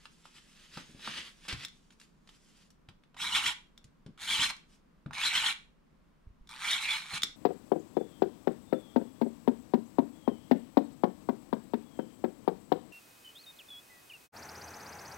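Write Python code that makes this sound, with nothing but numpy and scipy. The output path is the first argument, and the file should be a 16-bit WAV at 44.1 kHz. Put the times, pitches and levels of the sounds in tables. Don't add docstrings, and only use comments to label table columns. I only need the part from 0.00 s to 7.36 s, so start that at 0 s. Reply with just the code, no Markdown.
import sys
import numpy as np
from scipy import signal
from scipy.fft import rfft, irfft, next_fast_len
from scipy.io import wavfile
from scipy.ndimage import uniform_filter1d

SR = 44100
rng = np.random.default_rng(int(sys.argv[2]) if len(sys.argv) > 2 else 0)


def unload_wav(signal):
    wavfile.write(
        sys.argv[1],
        SR,
        np.round(np.clip(np.atleast_2d(signal).T, -1, 1) * 32767).astype(np.int16),
    )


N = 324576
TIME = np.arange(N) / SR
GRIP_S = .005


# f/Hz, bandwidth/Hz, level/dB
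CASE_MODES = [(1130, 160, -15.5), (1525, 150, -2), (1914, 190, -3), (2260, 220, -0.5), (2806, 81, -4),
              (3404, 670, -0.5), (3930, 140, 0.5), (5680, 270, -17.5), (6480, 200, -15.5),
              (7270, 180, -10.5), (8930, 520, -12.5), (10900, 240, -19.5)]
# f/Hz, bandwidth/Hz, level/dB
CAVITY_MODES = [(2300, 160, 2), (4185, 82, -2)]
# f/Hz, gain/dB
CASE_RADIATION = [(150, -21.5), (520, -22.5), (850, -3), (15000, 1.5)]
# f/Hz, level/dB
SIZZLE_SPECTRUM = [(2500, -18.5), (5000, 4), (7500, -0.5), (9500, -3), (12000, -10), (15500, -23.5)]
def runner():
    tooth_hz = ratchet_rate()
    pawl, jerk = ratchet(tooth_hz)
    drive = unit(undb(-4.5) * pawl + jerk * crackle(per_s=12000, spread_db=2.5))
    gears = jerk * gear_whine(11 * tooth_hz, spread_hz=330) * np.minimum(tooth_hz / 300, 1)
    case = resonate(drive + undb(-10) * gears, CASE_MODES, sway_db=1.5, shift_s=.0004)
    cavity = resonate(drive, CAVITY_MODES, sway_db=4, shift_s=.00028)
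    scrape = tip_scrape(tooth_hz, pawl, jerk)
    sizzle = unit(colour(jerk * crackle(per_s=11000, spread_db=-1.5), SIZZLE_SPECTRUM))
    scrape_db, cavity_db, sizzle_db, _ = stroke_levels()
    scrape_db = scrape_db - 8.5 * np.log2(tooth_hz / 220)
    sound = case + undb(cavity_db) * cavity + undb(scrape_db) * scrape + undb(sizzle_db) * sizzle
    sound = level_out(colour(sound, CASE_RADIATION), size=1300)
    return sound * pull() * undb(.7 * wander(80) - 1.76)


def ratchet(tooth_hz, jitter=.035, scatter_db=3.5):
    teeth_passed = np.cumsum(tooth_hz * np.exp(jitter * wander(300))) / SR
    strikes = np.diff(np.floor(teeth_passed), prepend=0) * undb(scatter_db * rng.standard_normal(N))
    since_tooth_s = teeth_passed % 1 / tooth_hz
    jerk = np.exp(-since_tooth_s / .0022) + .16
    return unit(strikes / np.sqrt(tooth_hz)), level_out(jerk, size=700)


def gear_whine(mesh_hz, spread_hz):
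    slip = wander(spread_hz) + 1j * wander(spread_hz)
    return unit(np.real(slip * np.exp(2j * np.pi * np.cumsum(mesh_hz) / SR)))


# f/Hz, bandwidth/Hz, level/dB
TIP_MODES = [(891, 180, -3), (1135, 270, -2), (1380, 280, 1.5)]
def tip_scrape(tooth_hz, pawl, jerk):
    hum = jerk * gear_whine(3.5 * tooth_hz, spread_hz=200)
    friction = jerk * crackle(per_s=4500, spread_db=2.5)
    return resonate(friction + .5 * pawl + undb(-17.5) * hum, TIP_MODES, sway_db=3, shift_s=.0006)


# t/s, half width/s, level/dB, top ratchet rate/Hz
HAND_SURGES = [(3.227, 0.027, -36.5, 314.3), (3.268, 0.038, -36, 361), (3.361, 0.036, -26, 314.4),
               (3.472, 0.04, -28.5, 305), (4.229, 0.028, -43, 170.1), (4.327, 0.05, -28, 310),
               (4.428, 0.036, -25, 302.5), (4.503, 0.016, -37, 199.4), (5.201, 0.044, -37.5, 210.3),
               (5.264, 0.034, -28.5, 358.8), (5.367, 0.038, -27.5, 290.5), (5.472, 0.045, -28, 289.7),
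               (6.653, 0.036, -37.5, 219.5), (6.724, 0.048, -28.5, 340.2), (6.84, 0.028, -40.5, 190),
               (6.911, 0.058, -29.5, 318.2), (7.165, 0.046, -36, 244.3)]
def ratchet_rate(crawl_hz=105.35, coast=1.9):
    rises_hz = [(top_hz - crawl_hz) * swell(s, coast * width_s, coast * width_s)
                for s, width_s, _, top_hz in HAND_SURGES]
    return crawl_hz + np.max(rises_hz, axis=0)


# start/s, end/s, steady pull/dB, then relative scrape/dB, cavity/dB, sizzle/dB, rumble/dB
RUNNER_STROKES = [(3.165, 3.529, -57, -4.5, -9.5, -11.5, -25.5), (4.176, 4.51, -61, -7.5, -3, -11, -25.5),
                  (5.129, 5.529, -47.5, -6.5, -5, -14.5, -32), (6.491, 7.183, -49, -7.5, -2, -12, -37)]
def pull():
    surges = sum(undb(db) * swell(s, width_s, width_s) for s, width_s, db, _ in HAND_SURGES)
    strength = np.zeros(N)
    for start, end, db, *_ in RUNNER_STROKES:
        contact = np.clip(np.minimum(TIME - start, end - TIME) / GRIP_S + .5, 0, 1)
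        strength += contact * (undb(db) + surges)
    return strength


def stroke_levels():
    starts, _, _, *levels = np.transpose(RUNNER_STROKES)
    stroke = np.maximum(np.searchsorted(starts, TIME + GRIP_S) - 1, 0)
    return [db[stroke] for db in levels]


# t/s, level/dB
CASE_SNAPS = [(1.649, -17.5), (1.683, -34), (2.292, -43), (2.891, -51), (3.777, -34), (6.473, -40),
              (6.491, -32), (6.562, -40), (7.220, -16.5), (7.233, -4.5)]
# f/Hz, bandwidth/Hz, level/dB
SNAP_MODES = [(1350, 380, -27), (3400, 190, 4), (3837, 770, 28), (5400, 1100, 16), (7100, 590, 9),
              (8100, 550, -12), (11700, 1000, -64)]
def snaps():
    out, click = np.zeros(N), ring(SNAP_MODES)
    click /= np.abs(click).max()
    for s, db in CASE_SNAPS:
        for delay_s, strike_db in [(0, -7.5), (.00086, -6), (.00143, -5.5)]:
            add(out, s + delay_s, undb(db + strike_db) * click)
    return colour(out, CASE_RADIATION)


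# f/Hz, level/dB
PAPER_SPECTRUM = [(120, -32), (200, -9.5), (320, -5), (500, -11), (750, -11.5), (1000, -8), (1500, -0.5),
                  (2300, 0), (3100, 3), (4900, -5), (6600, -17.5), (9000, -18.5), (15500, -44.5)]
def paper():
    rasp = unit(colour(crackle(per_s=16000, spread_db=2.5), PAPER_SPECTRUM))
    hiss = unit(colour(crackle(per_s=9900, spread_db=3), SIZZLE_SPECTRUM))
    spurts = undb(1.1 * wander(50))
    push = slide()
    push_db = 20 * np.log10(np.maximum(push, 1e-4))
    hiss_db = np.minimum(-7 - .48 * (push_db + 61.5), 0)
    return (undb(-1) * rasp + undb(hiss_db) * hiss) * push * spurts


# t/s at the fastest, rise/s, fall/s, level/dB
PAPER_SLIDES = [(0.06, 0.097, 0.013, -65.5), (0.26, 0.015, 0.026, -64), (0.383, 0.037, 0.014, -58.5),
                (0.573, 0.016, 0.09, -70.5), (0.772, 0.035, 0.049, -52), (0.82, 0.649, 0.71, -63.5),
                (1.066, 0.04, 0.078, -43), (1.182, 0.042, 0.036, -42), (1.265, 0.026, 0.026, -50.5),
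                (1.466, 0.036, 0.0083, -55.5), (1.486, 0.0045, 0.054, -39), (1.639, 0.045, 0.015, -44.5),
                (1.767, 0.024, 0.0085, -83), (1.927, 0.008, 0.0069, -64), (2.015, 0.015, 0.045, -68.5),
                (2.346, 0.055, 0.03, -70), (2.614, 0.18, 0.06, -69), (4.732, 0.041, 0.044, -70.7)]
def slide():
    return sum(undb(db) * swell(s, rise_s, fall_s) for s, rise_s, fall_s, db in PAPER_SLIDES)


# t/s, level/dB, relative knock/dB
TAPS_AND_TICKS = [(0.055, -36, -8), (.254, -50, 12.5), (.773, -28, 2), (0.994, -42, -9), (1.075, -31, 6.5),
                  (1.177, -42, -19), (1.451, -41, 3), (1.483, -27.5, -29), (1.526, -23, -8),
                  (1.905, -45, -16), (1.999, -44.5, -31), (2.014, -43, -18), (2.274, -44.5, -14),
                  (2.29, -40, -13), (2.704, -52, -38), (2.887, -38, -2), (3.036, -52, -5.5),
                  (3.144, -47.5, 8), (3.166, -46.5, 11), (3.842, -48, -35), (4.063, -43, -16),
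                  (4.506, -31, 5), (4.565, -43.5, -27), (5.061, -46.5, 10), (5.109, -44.5, 15),
                  (5.134, -43, 4), (6.561, -35.5, -11)]
# f/Hz, level/dB
KNOCK_SPECTRUM = [(200, -18.5), (500, -6), (950, 5.5), (1500, 4), (3000, -41)]
def taps():
    body, edge, knock = np.zeros((3, N))
    t = TIME[:2000]
    give = 1 - np.exp(-t / .00064)
    decay = 1.4 * np.exp(-t / .0015) + .15 * np.exp(-t / .018)
    for s, db, knock_db in TAPS_AND_TICKS:
        crunch = rng.standard_normal(len(t)) * give * decay
        edge_db = -32 - .81 * knock_db
        add(body, s, undb(db) * crunch)
        add(edge, s, undb(db + edge_db) * crunch)
        add(knock, s, undb(db + knock_db) * crunch)
    return colour(body, PAPER_SPECTRUM) + colour(edge, SIZZLE_SPECTRUM) + colour(knock, KNOCK_SPECTRUM)


# t/s, level/dB, f/Hz
TABLE_BLOWS = [(.771, -35, 185), (0.892, -45, 197), (0.948, -41, 180), (1.078, -38.5, 171),
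               (1.529, -29.5, 91), (2.886, -45.5, 117), (3.845, -46.5, 101), (4.063, -35, 161),
               (4.393, -35.5, 167.6), (5.06, -30.5, 133), (6.27, -40, 52.4), (6.409, -42.5, 25.8),
               (7.132, -37.5, 159.5), (7.237, -40, 214)]
def table_thumps(t60_s=.22):
    out, t = np.zeros(N), TIME[:16000]
    for s, db, hz in TABLE_BLOWS:
        pulse = np.sin(2 * np.pi * hz * t) * np.exp(-2.2 * hz * t)
        band = signal.butter(2, [hz * .69, hz * 1.54], "bandpass", fs=SR, output="sos")
        boom = unit(signal.sosfilt(band, rng.standard_normal(len(t)))) * undb(-60 * t / t60_s)
        add(out, s, undb(db) * (pulse + .33 * boom))
    return out


# f/Hz, level/dB
RUMBLE_SPECTRUM = [(20, -5), (45, -5.5), (70, 8.5), (130, 0), (200, 7.5), (350, -4), (500, -11.5),
                   (900, -36.5)]
def table_rumble():
    *_, rumble_db = stroke_levels()
    drag = undb(rumble_db) * pull() + undb(-18.5) * slide()
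    return drag * unit(colour(rng.standard_normal(N), RUMBLE_SPECTRUM))


# f/Hz, gain/dB
NEAR_SCATTER = [(100, -15), (1000, -13.5), (3000, -7), (7000, 0), (14000, 0.5)]
# f/Hz, gain/dB
WALL_RETURN = [(100, -10.5), (1000, -6.5), (3500, -6.5), (7000, -7.5), (14000, -16)]
def room(x, lead_samples, poses=4):
    offsets, sides = np.arange(-8, 9), []
    for lag in (-lead_samples / 2, lead_samples / 2):
        weights = np.array([wander(12) for _ in range(poses)])
        weights /= np.linalg.norm(weights, axis=0)
        near = sum(weight * echoes(x, gap_s=.00025, t60_s=.042, size=1200) for weight in weights)
        direct = np.convolve(x, np.sinc(offsets - lag) * np.hanning(len(offsets)), "same")
        far = echoes(x, gap_s=.002, t60_s=.3, size=16000)
        sides.append(direct + colour(near, NEAR_SCATTER) + colour(far, WALL_RETURN))
    return np.array(sides)


def echoes(x, gap_s, t60_s, size):
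    t = TIME[:size]
    tail = rng.standard_normal(size) * (t > gap_s) * undb(-60 * t / t60_s)
    return signal.oaconvolve(x, tail / np.linalg.norm(tail))[:N]


# f/Hz, level/dB
AIR_SPECTRUM = [(12, -36.5), (20, -2), (54, -12), (68, -13), (76, -20), (103, -26), (153, -9), (191, -11.5),
                (225, -12), (266, -17), (362, -22.5), (788, -31.5), (1040, -27.5), (1720, -34),
                (15500, -57.5)]
def air():
    mid, side = (unit(colour(rng.standard_normal(N), AIR_SPECTRUM)) for _ in range(2))
    side = colour(side, [(30, -17.5), (100, -7), (220, -3), (600, .5), (2000, -2.5), (8000, -1.5)])
    return undb(-65.5 + .5 * wander(3.3)) * (mid + side * np.array([[1], [-1]]))


def resonate(drive, modes, sway_db, shift_s):
    out = np.zeros(N)
    for mode in modes:
        response = signal.oaconvolve(drive, ring([mode]))[:N]
        detuned = np.interp(TIME + shift_s * wander(25), TIME, response)
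        out += detuned * undb(sway_db * wander(28))
    return unit(out)


def ring(modes):
    t = TIME[:1024]
    return sum(undb(db) * width * np.exp(-np.pi * width * t) * np.sin(2 * np.pi * hz * t)
               for hz, width, db in modes)


def crackle(per_s, spread_db):
    slips = (rng.random(N) < per_s / SR) * rng.standard_normal(N)
    return unit(slips * undb(spread_db * np.clip(rng.standard_normal(N), -2, 2)))


def swell(s, rise_s, fall_s, shape=1.7):
    return np.exp(-np.abs((TIME - s) / np.where(TIME < s, rise_s, fall_s)) ** shape)


def wander(rate_hz):
    step = int(SR / rate_hz)
    knots = np.arange(N // step + 2) * step
    return 1.2 * np.interp(np.arange(N), knots, rng.standard_normal(len(knots)))


def colour(x, points):
    hz, db = np.transpose(points)
    size = next_fast_len(N, real=True)
    gain = undb(np.interp(np.log(np.fft.rfftfreq(size, 1 / SR) + 1), np.log(hz), db))
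    return irfft(rfft(x, size) * gain, size)[:N]


def add(track, s, sound):
    start = int(s * SR)
    track[start:start + len(sound)] += sound[:N - start]


def level_out(x, size):
    return x / np.sqrt(uniform_filter1d(x ** 2, size=size))


def unit(x):
    return x / np.sqrt(np.mean(x ** 2))


def undb(db):
    return 10 ** (np.asarray(db) / 20)


def scene():
    sources = runner() + paper() + taps() + snaps() + table_thumps() + table_rumble()
    left, right = room(sources, lead_samples=1.15)
    # f/Hz, left boost and right cut/dB
    lean = np.array([(60, 0), (250, 1), (1000, -1.3), (2200, -1.1), (4500, .94), (8000, -1), (12000, .4)])
    return np.array([colour(left, lean), colour(right, lean * [1, -1])]) + air()


def record(dry):
    return signal.sosfilt(signal.ellip(10, .2, 70, 15700, fs=SR, output="sos"), dry)


dry = scene()
out = record(dry)
unload_wav(out)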